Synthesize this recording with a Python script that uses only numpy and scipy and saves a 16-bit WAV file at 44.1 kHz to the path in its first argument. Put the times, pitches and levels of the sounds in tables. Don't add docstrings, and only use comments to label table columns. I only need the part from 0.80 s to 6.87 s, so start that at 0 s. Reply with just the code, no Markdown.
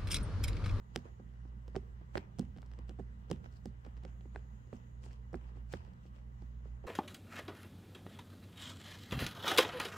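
import sys
import numpy as np
from scipy import signal
from scipy.io import wavfile

SR = 44100
rng = np.random.default_rng(int(sys.argv[2]) if len(sys.argv) > 2 else 0)


def persist_wave(psi):
    counts = np.round(np.clip(psi, -1, 1) * 32767).astype(np.int16)
    wavfile.write(sys.argv[1], SR, np.atleast_2d(counts).T)


def invert_db(level):
    return 10 ** (np.asarray(level, dtype=float) / 20)


N = 267584

# pitch in Hz, level in dB rms ahead of wobble and port tilt.
HUM_TONES = [(59.0, -51), (58.19, -57), (120.0, -58)]
MOTORS_IN_STEP_S = 0.87
# frequency in Hz, relative density in dB per Hz.
ROOM_COLOUR = [(20, -20), (55, -1.5), (90, -12), (150, -12.5), (200, -12.5), (280, -31.5), (500, -27),
               (650, -35.5), (900, -29), (1900, -38), (2400, -48), (3000, -46), (4500, -54), (7000, -53.5),
               (9500, -65), (11500, -63), (13500, -61.5), (16500, -61)]
ROOM_DB = -55.5
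# frequency in Hz, likeness from -1 to 1.
LIKENESS = [(60, 0.84), (130, 1), (290, 0.5), (640, -0.65), (1410, -0.64), (3100, 0.015), (6820, -0.057),
            (15000, -0.073)]
# frequency in Hz, left minus right in dB.
PORT_TILT = [(60, -4.5), (150, -4.0), (380, -7), (950, -2), (2380, 6.5), (5980, 1.5), (15000, -5)]
# delay in seconds, level in dB.
WALL_ECHOES = [(.0157, -24), (.0303, -33)]
BEDROOM_T60_S, TREBLE_T60_S, WALL_CUT_HZ = 0.57, 0.15, 600
# centre in Hz, width in Hz, level in dB rms.
AIRFLOW = [(207.6, 32, -69.5), (1958, 100, -85.5), (2890, 160, -90.5)]
# start of the hold in seconds, hold in seconds, level in dB rms.
HISS_SWELLS = [(0.154, 0.14, -85), (1.62, 0.055, -92), (2.65, 0.1, -93), (3.254, 0.85, -86),
               (4.474, 0.1, -91), (5.596, .47, -91)]
HISS_HZ, HISS_WIDTH_HZ = 6740, 730
HISS_RISE_DB_PER_S, HISS_FALL_DB_PER_S, HISS_REST_DB = 75, 52, -101
# frequency in Hz, relative density in dB per Hz.
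FIBRE_COLOUR = [(1760, -30.5), (3000, -6), (3520, -11), (4110, -3.5), (6480, -11), (8230, -7.5),
                (10500, -36.5), (16000, -18)]
# frequency in Hz, relative density in dB per Hz.
WEAVE_COLOUR = [(500, -3.5), (800, 5), (1500, -3.5), (2500, -13), (3500, -12.5)]
# moment of greatest speed in seconds, hold in seconds,
# fine fibre level in dB, coarse weave level in dB.
STROKES = [(0.156, 0.023, -68.5, -62), (0.253, 0.026, -81.5, -64), (0.538, .15, -90, -84),
           (0.873, 0.009, -85, -78), (0.957, .02, -74, -68), (1.348, .012, -71, -61.5),
           (1.362, 0.0057, -66, -54), (1.596, 0.015, -71.5, -66.5), (1.77, 0.2, -88, -75),
           (1.98, 0.025, -89, -65.5), (2.09, 0.0052, -75, -65), (2.193, 0.013, -80, -79),
           (2.51, 0.02, -71.5, -62.5), (2.643, 0.013, -77, -66.5), (2.72, 0.056, -79.5, -75),
           (2.852, 0.022, -78, -74), (3.046, 0.015, -81, -65), (3.16, .02, -94, -75),
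           (3.228, 0.062, -83, -67.5), (3.549, 0.03, -80, -66), (3.935, 0.023, -75, -67),
           (4.238, 0.022, -68, -64.5), (4.3, 0.039, -75.5, -71.5), (4.542, .02, -80, -66),
           (4.616, 0.08, -83, -68), (4.763, 0.018, -81, -70), (4.918, 0.042, -67.5, -60.5),
           (5.002, 0.077, -83.5, -67), (5.238, 0.032, -79, -80), (5.351, .03, -80, -71),
           (5.6, .03, -86, -73), (5.843, 0.036, -85.5, -69.5), (6.042, .03, -82, -67)]
RISE_DB_PER_S, FINE_FALL_DB_PER_S, WEAVE_FALL_DB_PER_S = 708, 296, 180
REST_FINE_DB, REST_WEAVE_DB = -98.5, -83.5
# start in seconds, nominal snap peak in dB,
# nominal thump peak in dB, pitch of the spot in Hz, brightness setting in dB.
SNAGS = [(0.1604, -22, -24.5, 288, 0), (0.88, -50, -45.5, 416, -3), (0.9552, -45, -41, 327, -24),
         (0.9628, -38, -25, 367, -3), (1.3549, -35, -27.5, 408, -36), (1.3726, -35, -30, 380, -18),
         (1.3758, -37.5, -37.5, 396, -0.5), (1.5869, -47, -36, 380, 9), (1.594, -39.5, -23, 213, 10.5),
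         (1.7638, -54, -42, 227, -9), (1.9893, -50.5, -41, 219, -1), (2.094, -44, -39, 335, -1),
         (2.5012, -50, -33, 276, 5), (2.5134, -32, -22.5, 253, 5), (2.643, -53.5, -48.5, 330, -28),
         (2.6602, -53, -46.5, 326, -34), (2.857, -47, -30.5, 236, 7.5), (3.063, -59, -42.5, 305.5, 0),
         (3.2355, -54.5, -47.5, 318, -1), (3.2506, -44, -34.5, 343, -4), (3.5495, -58, -45, 310, -22),
         (3.56, -45.5, -39.5, 347, -33), (3.9289, -55, -33.5, 244, -23), (4.2626, -62, -43, 298, -22),
         (4.5311, -59.5, -34, 345, 8), (4.543, -47, -27, 364, -27.5), (4.554, -61, -51, 260, 15),
         (4.9374, -34, -27.5, 324, -12), (4.9431, -51, -47.5, 302, -12), (5.6213, -60, -43, 200, 1)]
# start in seconds,
# nominal snap peak in dB, brightness setting in dB.
TICKS = [(1.3787, -30.5, -7), (1.3827, -49, -6), (1.7743, -56.5, -2), (1.7847, -51.5, -10),
         (1.8189, -53.5, 2.5), (1.829, -54.5, -18), (1.8615, -62, 6), (1.9155, -53, -7),
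         (1.9364, -51.5, -5), (3.05, -50, -10), (3.1682, -56, -9), (3.175, -56.5, -10), (3.409, -53.5, -19),
         (3.872, -65, 0), (4.036, -74, 9), (5.135, -65, 2), (3.578, -66, -13), (4.239, -50, -6),
         (4.3094, -56.5, -17), (4.331, -55.5, 2), (4.9286, -43.5, 7.5), (5.385, -63.5, -15)]
TICK_THUMP_DB, TICK_FOLLOWS, TICK_SPOT_HZ = -55, 0.32, 260
# start in seconds, nominal thump peak in dB, pitch of the spot in Hz.
PRESSES = [(0.2546, -42, 292), (0.3982, -41, 226), (0.6526, -45, 196), (0.9483, -34.5, 340),
           (1.2125, -46, 211), (1.6272, -43, 230), (1.9812, -55, 306), (2.1084, -42, 225),
           (2.189, -36.5, 262), (2.196, -33, 340), (2.2018, -40.5, 263), (2.5464, -53, 250),
           (3.073, -46.5, 221), (3.4556, -43.5, 239), (3.944, -53, 262), (4.7575, -49.5, 243.6),
           (4.7712, -45, 286), (5.078, -50.5, 406), (5.2546, -46.5, 280), (5.8558, -45.5, 277),
           (6.0399, -43, 532), (6.0494, -38.5, 356)]
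PRESS_SNAP_DB, PRESS_FOLLOWS, PRESS_BRIGHT_DB = -73, 0.21, -29.5
# from in seconds, to in seconds.
BEHIND = [(1.34, 1.37), (2.63, 2.7), (3.34, 3.42)]
LEFT_SHARE, LEFT_LOSS_PER_OCTAVE, LEFT_SHARE_BEHIND = 0.21, 0.17, -0.2
# pitch in Hz, relative level in dB, decay by 60 dB in seconds.
PILLOW_MODES = [(79.3, -2, 0.81), (149.5, -6.5, 0.34), (200, 0, 0.12), (240.5, -0.5, 0.12),
                (291.2, -3, 0.06), (340, -7, 0.065), (380, 3.5, 0.058), (483.6, -1, 0.046),
                (542.3, 9.5, 0.022), (783, 7.5, 0.018), (920, -23.5, 0.017)]
# pitch in Hz, relative level in dB, decay by 60 dB in seconds.
THREAD_MODES = [(708, -2, 0.0059), (1090, 4.5, 0.0013), (1345, 3.5, 0.0023), (1713, 6.5, 0.002),
                (3110, 3.5, 0.004), (3790, 6.5, 0.0017), (5250, 6, 0.0019), (8370, -3.5, 0.0023),
                (10100, -8.5, 0.001), (14100, -8, 0.00068)]


def rms_one(x):
    return x / np.sqrt(np.mean(x ** 2) + 1e-20)


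def at_hz(points, hz):
    freqs, values = np.array(points).T[:2]
    return np.interp(np.log(hz), np.log(freqs), values)


def drift(rate_hz):
    r = np.exp(-80 * np.pi * rate_hz / SR)
    noise = rng.standard_normal(N // 40 + 2002)
    slow = signal.lfilter([1], [1, -2 * r, r * r], noise)[2000:]
    return np.interp(np.arange(N) / 40, np.arange(len(slow)), rms_one(slow))


def swells(s, hold_s, db, rise_db_per_s, fall_db_per_s, rest_db):
    t = np.arange(0, N + 64, 64)[:, None] / SR
    rise_db = rise_db_per_s * np.maximum(s - t, 0)
    fall_db = fall_db_per_s * np.maximum(t - s - hold_s, 0)
    power = invert_db(2 * (db - rise_db - fall_db)).sum(axis=1) + invert_db(2 * rest_db)
    return np.interp(np.arange(N) / SR, t[:, 0], 10 * np.log10(power))


def ring(clicks, hz, t60):
    r, w = invert_db(-60 / (t60 * SR)), 2 * np.pi * hz / SR
    return signal.lfilter([0, np.sin(w)], [1, -2 * r * np.cos(w), r * r], clicks + 1e-18)


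def narrow_noise(hz, width_hz):
    r, w = np.exp(-np.pi * width_hz / SR), 2 * np.pi * hz / SR
    section = [1, 0, -1, 1, -2 * r * np.cos(w), r * r]
    common, own = rng.standard_normal(N), rng.standard_normal((2, N))
    alike = np.clip(at_hz(LIKENESS, hz), 0, 1)
    both = np.sqrt(alike) * common + np.sqrt(1 - alike) * own
    return rms_one(signal.sosfilt([section, section], both))


def coloured(sources, spectrum, patchy_db):
    out, edges = 0, 20 * 2 ** np.arange(0, 9.8, 1 / 3)
    for k, (low, high) in enumerate(zip(edges, edges[1:])):
        hz = np.sqrt(low * high)
        if spectrum[0][0] <= hz <= spectrum[-1][0]:
            band = signal.butter(2, [low, high], "band", fs=SR, output="sos")
            mid, side = signal.sosfilt(band, sources[k % 2])
            alike = np.clip(at_hz(LIKENESS, hz), -1, 1)
            tilt_db = at_hz(PORT_TILT, hz) * np.array([[0.5], [-0.5]])
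            gain = invert_db(at_hz(spectrum, hz) + patchy_db * drift(8) + tilt_db)
            out = out + gain * (np.sqrt(1 + alike) * mid + np.sqrt(1 - alike) * side * [[1], [-1]])
    return rms_one(out)


def room_noise():
    return invert_db(ROOM_DB) * coloured(rng.standard_normal((2, 2, N)), ROOM_COLOUR, patchy_db=1.8)


def hum():
    t = np.arange(N) / SR - MOTORS_IN_STEP_S
    out = 0
    for hz, db in HUM_TONES:
        port_gain = invert_db(at_hz(PORT_TILT, hz) * np.array([[0.4], [-0.4]]))
        out = out + invert_db(db + 0.14 * drift(4.8)) * np.cos(2 * np.pi * hz * t) * port_gain
    return np.sqrt(2) * out


def airflow():
    return sum(invert_db(db) * narrow_noise(hz, width_hz) for hz, width_hz, db in AIRFLOW)


def hiss():
    level_db = swells(*np.transpose(HISS_SWELLS), HISS_RISE_DB_PER_S, HISS_FALL_DB_PER_S, HISS_REST_DB)
    return invert_db(level_db) * narrow_noise(HISS_HZ, HISS_WIDTH_HZ)


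def bedroom(x):
    t = np.arange(int(0.4 * SR)) / SR
    white = rng.standard_normal((2, len(t))) * (1 - np.exp(-(t / 0.04) ** 2))
    dull = signal.sosfilt(signal.butter(1, WALL_CUT_HZ, fs=SR, output="sos"), white)
    treble = invert_db(-14) * (white - dull) * invert_db(-60 * t / TREBLE_T60_S)
    tail = dull * invert_db(-60 * t / BEDROOM_T60_S) + treble
    out = invert_db(-48) * signal.fftconvolve(x, tail, axes=1)[:, :N]
    for delay_s, db in WALL_ECHOES:
        lag = int(delay_s * SR)
        out[:, lag:] += invert_db(db) * x[:, :-lag]
    return out


def rustle(fine_db, weave_db):
    shape = (2, 2, N)
    happens = rng.random(N) < 900 / SR
    size = invert_db(6.34 * np.minimum(rng.exponential(1, N), 3))
    grains = happens * size * rng.standard_normal(shape)
    slips = 2.0 * grains + rng.standard_normal(shape)
    fine = invert_db(fine_db) * coloured(slips, FIBRE_COLOUR, patchy_db=2.2)
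    return fine + invert_db(weave_db) * coloured(slips, WEAVE_COLOUR, patchy_db=2.5)


def contacts():
    ticks = [(s, db, TICK_THUMP_DB + TICK_FOLLOWS * (db + 56), TICK_SPOT_HZ, bright_db)
             for s, db, bright_db in TICKS]
    presses = [(s, PRESS_SNAP_DB + PRESS_FOLLOWS * (db + 46), db, hz, PRESS_BRIGHT_DB)
               for s, db, hz in PRESSES]
    columns = np.transpose(SNAGS + ticks + presses)
    left = LEFT_SHARE - LEFT_LOSS_PER_OCTAVE * np.log2(columns[3] / 280)
    behind = sum((columns[0] > a) & (columns[0] < b) for a, b in BEHIND) > 0
    return (*columns, np.where(behind, LEFT_SHARE_BEHIND, np.maximum(left, 0)))


def puffs():
    s, _, thump_db, spot_hz, _, left = contacts()
    out, t = np.zeros((2, N + 900)), np.arange(900) / SR
    for at, db, hz, share in zip((s * SR).astype(int), thump_db - 1.5, 1.55 * spot_hz, left):
        cycles = hz * t
        puff = invert_db(db - 10.4 * cycles) * np.sin(2 * np.pi * cycles)
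        out[:, at:at + len(t)] += puff * [[1.3 * share], [1]]
    return out[:, :N]


def thumps(weave_db):
    s, _, thump_db, spot_hz, _, left = contacts()
    out = np.zeros((2, N))
    chance = rng.standard_normal((len(s), 2, len(PILLOW_MODES)))
    for k, (hz, level_db, t60) in enumerate(PILLOW_MODES):
        at = ((s + (0.53 + 0.27 * np.abs(chance[:, 1, k])) / hz) * SR).astype(int)
        octaves_squared = np.log2(hz / spot_hz) ** 2
        off_pitch_db = 30 * octaves_squared / (1 + 2.18 * octaves_squared)
        blow = invert_db(thump_db + level_db - 8.0 - off_pitch_db + 1.87 * chance[:, 0, k])
        force = invert_db(weave_db - 34) * rng.standard_normal(N) * [[0.5], [1]]
        near = np.clip(200 / hz, 0, 1) ** 0.96
        force[0, at] -= blow * (0.63 * near + (1 - near) * 1.05 * left)
        force[1, at + int(hz / 80)] -= blow
        out += ring(force, hz, t60)
    return out


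def snaps():
    s, snap_db, _, _, bright_db, left = contacts()
    out = np.zeros((2, N))
    blend = rng.standard_normal((len(s), 2, len(THREAD_MODES)))
    jerks = np.minimum(rng.exponential(1, (len(s), 2, 4)), 2) * [0, 1, 1, 1]
    light = np.clip(-27.5 - snap_db, 0, 35)
    spread = (16.0 + 1.8 * light)[:, None]
    at = (s * SR)[:, None] + spread * (jerks[:, 0] + [0, 0.49, 0.722, -0.58])
    jerk_db = (-14.0 + 0.21 * light)[:, None] * [0, 1, 1, 1] - 0.93 * jerks[:, 1]
    right_lag = rng.normal(0, 0.97, (len(s), 1))
    for k, (hz, level_db, t60) in enumerate(THREAD_MODES):
        tilt_db = 0.65 * bright_db * np.clip(np.log2(hz / 2900), -1.1, 1.4)
        for port in (0, 1):
            sign = 1 if hz > 2500 or port else np.where(left < 0, -0.55, 1)[:, None]
            mode_db = snap_db + level_db + tilt_db - 6.5 + 1.33 * blend[:, port, k]
            size = invert_db(mode_db[:, None] + jerk_db)
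            clicks = np.zeros(N)
            np.add.at(clicks, (at + port * right_lag).astype(int), (-1) ** k * sign * size)
            out[port] += ring(clicks, hz, t60)
    return out


def scene():
    s, hold_s, fine_db, weave_db = np.transpose(STROKES)
    fine_db = swells(s, hold_s, fine_db, RISE_DB_PER_S, FINE_FALL_DB_PER_S, REST_FINE_DB)
    weave_db = swells(s, hold_s, weave_db, RISE_DB_PER_S, WEAVE_FALL_DB_PER_S, REST_WEAVE_DB)
    background = room_noise() + hum() + airflow() + hiss()
    touches = puffs() + thumps(weave_db) + snaps()
    return background + bedroom(touches) + rustle(fine_db, weave_db) + touches


def roll_off(x):
    return signal.sosfilt(signal.butter(12, 16480, fs=SR, output="sos"), x)


def record(dry):
    heard = signal.sosfilt(signal.butter(3, 42, "high", fs=SR, output="sos"), dry)
    return roll_off(heard)


dry = scene()
out = record(dry)
persist_wave(out)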